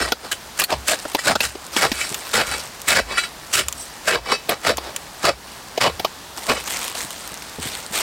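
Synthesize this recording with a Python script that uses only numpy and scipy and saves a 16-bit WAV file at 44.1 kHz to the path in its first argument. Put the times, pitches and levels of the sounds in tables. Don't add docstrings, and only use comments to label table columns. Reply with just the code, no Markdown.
import sys
import numpy as np
from scipy import signal
from scipy.io import wavfile
from scipy.ndimage import uniform_filter1d, minimum_filter1d

SR = 44100
rng = np.random.default_rng(int(sys.argv[2]) if len(sys.argv) > 2 else 0)


def generate_wav(signal):
    frames = np.transpose(np.atleast_2d(signal))
    scaled = np.clip(frames, -1, 1) * 32767
    pcm = np.round(scaled).astype(np.int16)
    wavfile.write(sys.argv[1], SR, pcm)


N = 353676
TIME_S = np.arange(N) / SR

# freq_hz, relative_density_db
FOREST_SPECTRUM = [(15, -38), (25, -10.5), (64, 0.5), (92, -7), (153, -2.5), (195, -4.5), (293, -5.5),
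                   (545, -6), (818, -2), (1480, -7), (1790, -7), (2110, -11), (4610, -10.5), (16000, -23)]
SOIL_SPECTRUM = [(47, -40), (80, -14), (316, -10.5), (471, -4), (687, -1), (877, -10.5), (1490, 0.5),
                 (1820, -3.5), (5280, -7), (6450, -13), (7870, -7.5), (10500, -17), (14300, -20.5),
                 (16000, -46)]
LEAF_SPECTRUM = [(120, -34), (200, -4), (806, 3), (1480, 2), (1620, 1.5), (4770, 1.5), (6400, -2),
                 (8580, 3), (10300, -10), (13600, -6), (16000, -12)]
TWIG_SPECTRUM = [(470, -37), (800, 10), (2100, 0), (3100, 13), (3790, 0.5), (7360, 10.5), (13600, -4),
                 (16000, 15)]
# low_hz, high_hz
ZONES_HZ = [(80, 1100), (1100, 5500), (5500, 16000)]
# pitch_hz, gain_db
SHOVEL_MODES = [(1394, -81), (1949, -30), (3564, -51), (5060, -59), (5459, -29), (6988, -48), (8156, -58),
                (8800, -19)]
SPADE_MODES = [(1427, -41), (1970, -39), (2293, -35), (2600, -34.5), (2998, -36), (3375, -38), (3784, -42),
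               (4000, -32.5), (4640, -34), (5200, -53), (5539, -35), (5997, -34.5), (6546, -51),
               (6848, -58), (7569, -40), (8113, -28), (8689, -46), (9243, -45), (9765, -36), (11262, -45)]
# start_s, puff_db, boom_db
STEPS = [(0.009, -25, -27.5), (1.435, -31.5, -27.5), (2.115, -23.5, -40), (2.474, -35, -33),
         (7.044, -28.5, -53), (7.316, -32, -61), (7.584, -21.5, -32), (7.656, -23.5, -54),
         (7.906, -29, -45)]
# peak_s, length_s, level_db, firmness (0 loose, 1 packed), ring_db
DRAGS = [(0.029, 0.17, -25, 0.74, -6), (0.083, 0.03, -28, 0.9, -27), (0.256, 0.054, -32.5, 0.78, -12),
         (0.578, 0.014, -32, .02, -23), (0.706, 0.023, -14, 0.7, -39), (0.938, 0.076, -26.5, 0.52, -18),
         (1.193, 0.015, -24, 0.38, 0.5), (1.443, 0.094, -15, 0.1, -15.5), (2.006, 0.18, -31, 0.2, -5),
         (2.524, 0.17, -30.5, 0.65, -6), (3.119, 0.065, -28, 0.87, -7), (3.184, 0.042, -23.5, 0.63, 5),
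         (3.24, 0.038, -38, 0.68, 6), (4.324, 0.073, -17, .85, -6.5), (4.876, 0.21, -35.5, 0.83, -29),
         (6.578, 0.076, -34, 0.83, -6)]
# start_s, peak_db, pitch_hz, treble_tilt_db
KNOCKS = [(0.12, 2, 1420, -1), (0.324, -13.5, 3280, 2), (0.597, 2.5, 2750, 18), (0.606, -19, 3920, 12),
          (0.616, -1, 1240, 2), (0.637, 1.5, 4410, 13), (0.7235, -5, 630, -7), (0.884, -7, 2660, 2),
          (1.051, -15.5, 640, -19), (1.147, 0, 890, -0.5), (1.353, 4, 1440, -5), (1.404, 5, 2710, 1.5),
          (1.551, -15, 626, -8.5), (1.764, -0.5, 3300, -9), (1.9157, -2, 324, -3), (2.881, -8, 2400, 10),
          (4.492, 3, 644, 6.5), (4.779, -10, 1010, -1), (5.241, -5, 1240, -6.5), (5.775, -7.5, 745, -4),
          (5.812, -16, 1220, -2), (5.995, -13, 740, 2), (6.046, -4, 1140, -2)]
# start_s, bite_s, push_s, level_db, firmness, boom_db
STABS = [(0.311, 0.0055, 0.0053, -22.5, 0.014, -60), (0.582, 0.012, 0.024, -15.5, 0.2, -50),
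         (0.71, 0.0106, 0.019, -23, 0.92, -29), (0.862, 0.019, 0.034, -21.5, 0.03, -60),
         (1.232, 0.054, 0.026, -9, 0.71, -29), (1.755, 0.012, .045, -18.5, 0.28, -50),
         (1.799, 0.028, 0.039, -15, 0.68, -31), (2.326, .016, 0.07, -16.5, 0.62, -43),
         (2.87, 0.012, 0.045, -14, 0.28, -34), (2.931, 0.019, 0.046, -16, 0.57, -28.5),
         (3.523, 0.017, 0.068, -15.5, 0.095, -29.5), (4.05, 0.032, 0.045, -15, 0.54, -44),
         (4.125, 0.02, 0.014, -16.5, 0.95, -32), (4.485, .008, 0.039, -21, 0.77, -43),
         (4.628, 0.042, 0.033, -14.5, 0.73, -30), (5.224, 0.032, 0.043, -13.5, 0.77, -31.5),
         (5.798, 0.012, 0.069, -20, 0.86, -32.5), (6.473, 0.017, 0.024, -18, 0.85, -34)]
# start_s, length_s, level_db
SWEEPS = [(0.946, 0.66, -38), (1.715, 0.73, -29.5), (2.447, 0.16, -30.5), (6.36, 0.26, -34),
          (6.65, 0.21, -24.5), (6.936, 0.053, -27.5), (7.048, 0.84, -36.5), (7.607, 0.15, -28),
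          (7.917, 0.14, -20.5)]
# start_s, peak_db
SNAPS = [(1.6658, -20), (2.144, -7), (2.4698, -11), (2.817, -17), (3.684, -2.5), (3.7258, -11),
         (4.7711, -7.5), (4.9625, -7), (6.8295, -15), (6.8798, -12), (6.966, -26), (7.048, -16.5),
         (7.106, -14), (7.2755, -17)]

CLOD_DB, SAND_DB, HOLLOW_HZ = (-10, 4), (0, -12.5), (3104, 918)


def from_db(db):
    return 10 ** (np.asarray(db) / 20)


def unit_rms(x):
    return x / np.sqrt(np.mean(x ** 2) + 1e-20)


def unit_peak(x):
    return x / np.abs(x).max()


def add(out, start_s, sound):
    at = max(0, round(start_s * SR))
    out[at:at + len(sound)] += sound[:N - at]


def around(at_s):
    span = slice(max(0, round(at_s * SR) - SR // 4), round(at_s * SR) + SR // 2)
    return span, TIME_S[span] - at_s


def blend(ends, firmness):
    return ends[0] + (ends[1] - ends[0]) * firmness


def band(x, low_hz, high_hz):
    sos = signal.butter(2, [low_hz, high_hz], "band", fs=SR, output="sos")
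    return signal.sosfilt(sos, x + 1e-18)


def ring(x, pitch_hz, t60_s):
    radius, angle = from_db(-60 / (t60_s * SR)), 2 * np.pi * pitch_hz / SR
    return signal.lfilter([0, np.sin(angle)], [1, -2 * radius * np.cos(angle), radius ** 2], x + 1e-18)


def wander(spread_db, rate_hz):
    hop, warmup = 20, 2000
    pole = np.exp(-2 * np.pi * rate_hz * hop / SR)
    noise = rng.standard_normal(N // hop + warmup + 2)
    slow = unit_rms(signal.lfilter([1], [1, -2 * pole, pole ** 2], noise)[warmup:])
    drift = np.interp(np.arange(N) / hop, np.arange(len(slow)), slow)
    return from_db(spread_db * np.clip(drift, -2, 2))


def grains(per_s, spread_db, clump_db, clump_hz):
    sizes = from_db(spread_db * np.minimum(rng.exponential(1, N), 4))
    return (rng.random(N) < per_s / SR) * sizes * wander(clump_db, clump_hz)


def coloured(drive, spectrum, low_hz, high_hz, wander_db, wander_hz):
    freq_hz, density_db = np.transpose(spectrum)
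    edges_hz = np.geomspace(low_hz, high_hz, round(3 * np.log2(high_hz / low_hz)) + 1)
    out = 0
    for low, high in zip(edges_hz, edges_hz[1:]):
        band_db = np.interp(np.log(low * high) / 2, np.log(freq_hz), density_db)
        gain = from_db(band_db) * wander(wander_db, wander_hz)
        out += gain * band(drive * rng.standard_normal(N), low, high)
    return unit_rms(out)


def burst(hold_s, t60_s):
    t = TIME_S[:SR // 2]
    return rng.standard_normal(len(t)) * from_db(-60 * np.maximum(t - hold_s, 0) / t60_s)


def forest():
    return from_db(-38) * coloured(1, FOREST_SPECTRUM, 25, 16000, wander_db=0.8, wander_hz=8)


def boom():
    t = TIME_S[:SR // 2]
    pitch_hz = 64 * from_db(rng.normal(0, 1))
    swing = np.sin(2 * np.pi * pitch_hz * t) * (1 - np.exp(-t / 0.013)) * np.exp(-t / 0.066)
    rumble = band(burst(hold_s=0.041, t60_s=0.16), 60, 125)
    return unit_peak(unit_peak(swing) + from_db(-2) * unit_peak(rumble))


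def ground():
    rebound_lag_s = 0.012
    out = np.zeros(N)
    for start_s, bite_s, push_s, _, _, boom_db in STABS:
        rumble = unit_peak(band(burst(hold_s=push_s, t60_s=0.08), 62, 150))
        add(out, start_s + bite_s, from_db(boom_db + 4) * rumble)
        add(out, start_s + bite_s + push_s + rebound_lag_s, from_db(boom_db) * boom())
    for start_s, puff_db, boom_db in STEPS:
        puff = unit_peak(band(burst(hold_s=0.0013, t60_s=0.062), 110, 360))
        add(out, start_s, from_db(puff_db) * puff + from_db(boom_db) * boom())
    return out


def drags():
    edge_db, swell_share, roundness = 17, 0.56, 0.87
    firming, clod_db = 0, 1.5
    for peak_s, length_s, level_db, firmness, ring_db in DRAGS:
        span, t = around(peak_s)
        off_peak = np.maximum(-t / swell_share, t / (1 - swell_share)) / length_s
        force_db = level_db - edge_db * off_peak ** roundness
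        yield span, force_db, length_s / 2, firmness, firming, clod_db, ring_db


def stabs():
    graze_db_per_s, sag_db_per_s, stall_db_per_s, firming_per_s = 340, 16, 722, 8.9
    clod_db, ring_db = 0, -19
    for start_s, bite_s, push_s, level_db, firmness, _ in STABS:
        span, t = around(start_s)
        graze_db = -28 + graze_db_per_s * np.minimum(t, 0)
        bite_db = -27 * np.maximum(1 - t / bite_s, 0)
        sag_db = sag_db_per_s * (np.clip(t - bite_s, 0, push_s) - push_s / 2)
        stall_db = stall_db_per_s * np.maximum(t - bite_s - push_s, 0)
        force_db = level_db + np.maximum(graze_db, bite_db) - sag_db - stall_db
        firming = firming_per_s * (np.clip(t - bite_s, -bite_s, push_s) - push_s / 2)
        yield span, force_db, bite_s + push_s, firmness, firming, clod_db, ring_db


def scraping():
    slips = grains(per_s=7000, spread_db=3, clump_db=3.5, clump_hz=97)
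    clods = coloured(slips, SOIL_SPECTRUM, *ZONES_HZ[0], wander_db=4, wander_hz=5.6)
    grit = coloured(slips, SOIL_SPECTRUM, *ZONES_HZ[1], wander_db=2, wander_hz=23)
    sand = coloured(slips, SOIL_SPECTRUM, *ZONES_HZ[2], wander_db=-0.5, wander_hz=36)
    friction = slips * rng.standard_normal(N)
    out, drive = np.zeros(N), np.zeros(N)
    for span, force_db, contact_s, firmness, firming, clod_db, ring_db in [*drags(), *stabs()]:
        hollow_hz = np.exp(blend(np.log(HOLLOW_HZ), firmness))
        hollow = unit_rms(ring(friction[span], hollow_hz, t60_s=0.02))
        sand_gain = from_db(blend(SAND_DB, firmness + firming))
        clod_gain = from_db(blend(CLOD_DB, firmness + firming) + clod_db)
        bright = grit[span] + from_db(-9.5) * hollow + sand_gain * sand[span]
        low_cut_hz = 50 + 420 * np.exp(-contact_s / 0.031)
        crunch = band(clods[span], low_cut_hz, 5200) + from_db(-11.5) * hollow
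        out[span] += from_db(force_db) * (bright + clod_gain * crunch)
        drive[span] += from_db(force_db + ring_db) * bright
    return out, drive


def blade(drive, modes, buried_t60_s, free_t60_s, free_db):
    out = 0
    for pitch_hz, gain_db in modes:
        push = drive * from_db(gain_db) * wander(spread_db=3, rate_hz=30)
        out += ring(push, pitch_hz, buried_t60_s) + from_db(free_db) * ring(push, pitch_hz, free_t60_s)
    return out


def plate_shimmer(drive):
    modes_hz = np.arange(2100, 15000, 210)
    gains = rng.uniform(0.3, 1, len(modes_hz)) * rng.choice([-1, 1], len(modes_hz))
    gains *= (modes_hz / modes_hz[0]) ** -0.1
    return sum(gain * ring(drive, pitch_hz + rng.uniform(-100, 100), t60_s=0.13)
               for gain, pitch_hz in zip(gains, modes_hz))


def knocks():
    seating = 1 - np.exp(-TIME_S[:SR // 2] / 0.0016)
    out = np.zeros(N)
    for start_s, peak_db, pitch_hz, tilt_db in KNOCKS:
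        contact = seating * burst(hold_s=0.0031, t60_s=0.036)
        zones_db = (9.5 - tilt_db, 14, 7.5 + tilt_db)
        crack = sum(from_db(db) * unit_rms(band(contact, *zone)) for db, zone in zip(zones_db, ZONES_HZ))
        crack = unit_rms(band(crack, 206, 13000))
        body = unit_rms(ring(contact, pitch_hz, t60_s=0.015))
        add(out, start_s, from_db(peak_db) * unit_peak(crack + from_db(-1.5) * body))
    return out


def sweep_envelope():
    attack_s, sag_db_per_s, settle_db_per_s = 0.021, 9.5, 99
    envelope = 0
    for start_s, length_s, level_db in SWEEPS:
        t = np.maximum(TIME_S - start_s, 0)
        fall_db = sag_db_per_s * t + settle_db_per_s * np.maximum(t - length_s, 0)
        envelope = np.maximum(envelope, np.minimum(t / attack_s, 1) * from_db(level_db - fall_db))
    return envelope


def leaves():
    crackle_share = 0.45
    folds = grains(per_s=1200, spread_db=5.4, clump_db=2, clump_hz=45)
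    crackle = coloured(folds, LEAF_SPECTRUM, 194.6, 15020, wander_db=0.5, wander_hz=3.9)
    rubs = grains(per_s=14000, spread_db=2.5, clump_db=1.5, clump_hz=45)
    swish = coloured(rubs, LEAF_SPECTRUM, 191, 14400, wander_db=4, wander_hz=16)
    stirred = np.sqrt(crackle_share) * crackle + np.sqrt(1 - crackle_share) * swish
    return stirred * sweep_envelope() + from_db(-48.5) * crackle


def twig_snaps():
    t = TIME_S[:SR // 30]
    fracture = np.exp(-t / 0.00043) + from_db(-7) * np.exp(-t / 0.004)
    breaks, out = np.zeros(N), np.zeros(N)
    for start_s, _ in SNAPS:
        add(breaks, start_s, fracture)
    cracks = coloured(breaks, TWIG_SPECTRUM, 900, 16000, wander_db=1.5, wander_hz=8)
    for start_s, peak_db in SNAPS:
        crack = cracks[round(start_s * SR):][:len(t)]
        add(out, start_s, from_db(peak_db) * unit_peak(crack))
    return out


def sand_trickle(peak_s, slope_db_per_s):
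    flow = from_db(-43.5 - slope_db_per_s * np.abs(TIME_S - peak_s))
    patter = grains(per_s=1500, spread_db=1.7, clump_db=2.6, clump_hz=62) * rng.standard_normal(N)
    return flow * unit_rms(band(patter, 5000, 13000))


def scene():
    soil, scrape_drive = scraping()
    hits = knocks()
    sand = sand_trickle(peak_s=3.82, slope_db_per_s=191)
    drive = scrape_drive + from_db(-25.5) * hits
    on_spade = TIME_S > 1.6
    spade = blade(drive * on_spade + sand, SPADE_MODES,
                  buried_t60_s=0.061, free_t60_s=0.23, free_db=-17.5)
    shovel = blade(drive * ~on_spade, SHOVEL_MODES, buried_t60_s=0.031, free_t60_s=0.27, free_db=-35)
    steel = from_db(7.5) * spade + from_db(5) * shovel + from_db(-32.5) * plate_shimmer(drive)
    digging = soil + hits + from_db(5.5) * sand + steel
    return (digging + twig_snaps() + ground() + leaves() + forest())[None]


def limiter(x, ceiling_db, release_db_per_s):
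    over_db = np.maximum(20 * np.log10(np.abs(x[0]) + 1e-9) - ceiling_db, 0)
    release_db = release_db_per_s * TIME_S
    held_db = np.maximum.accumulate(over_db + release_db) - release_db
    gain_db = uniform_filter1d(minimum_filter1d(-held_db, size=31), size=31)
    return x * from_db(gain_db)


def record(dry):
    clip_level, cutoff_hz = 0.66, 16000
    limited = limiter(dry, ceiling_db=-3.5, release_db_per_s=41)
    rounded = clip_level * np.tanh(limited / clip_level)
    return signal.sosfilt(signal.ellip(10, 0.2, 80, cutoff_hz, fs=SR, output="sos"), rounded)


dry = scene()
out = record(dry)
generate_wav(out)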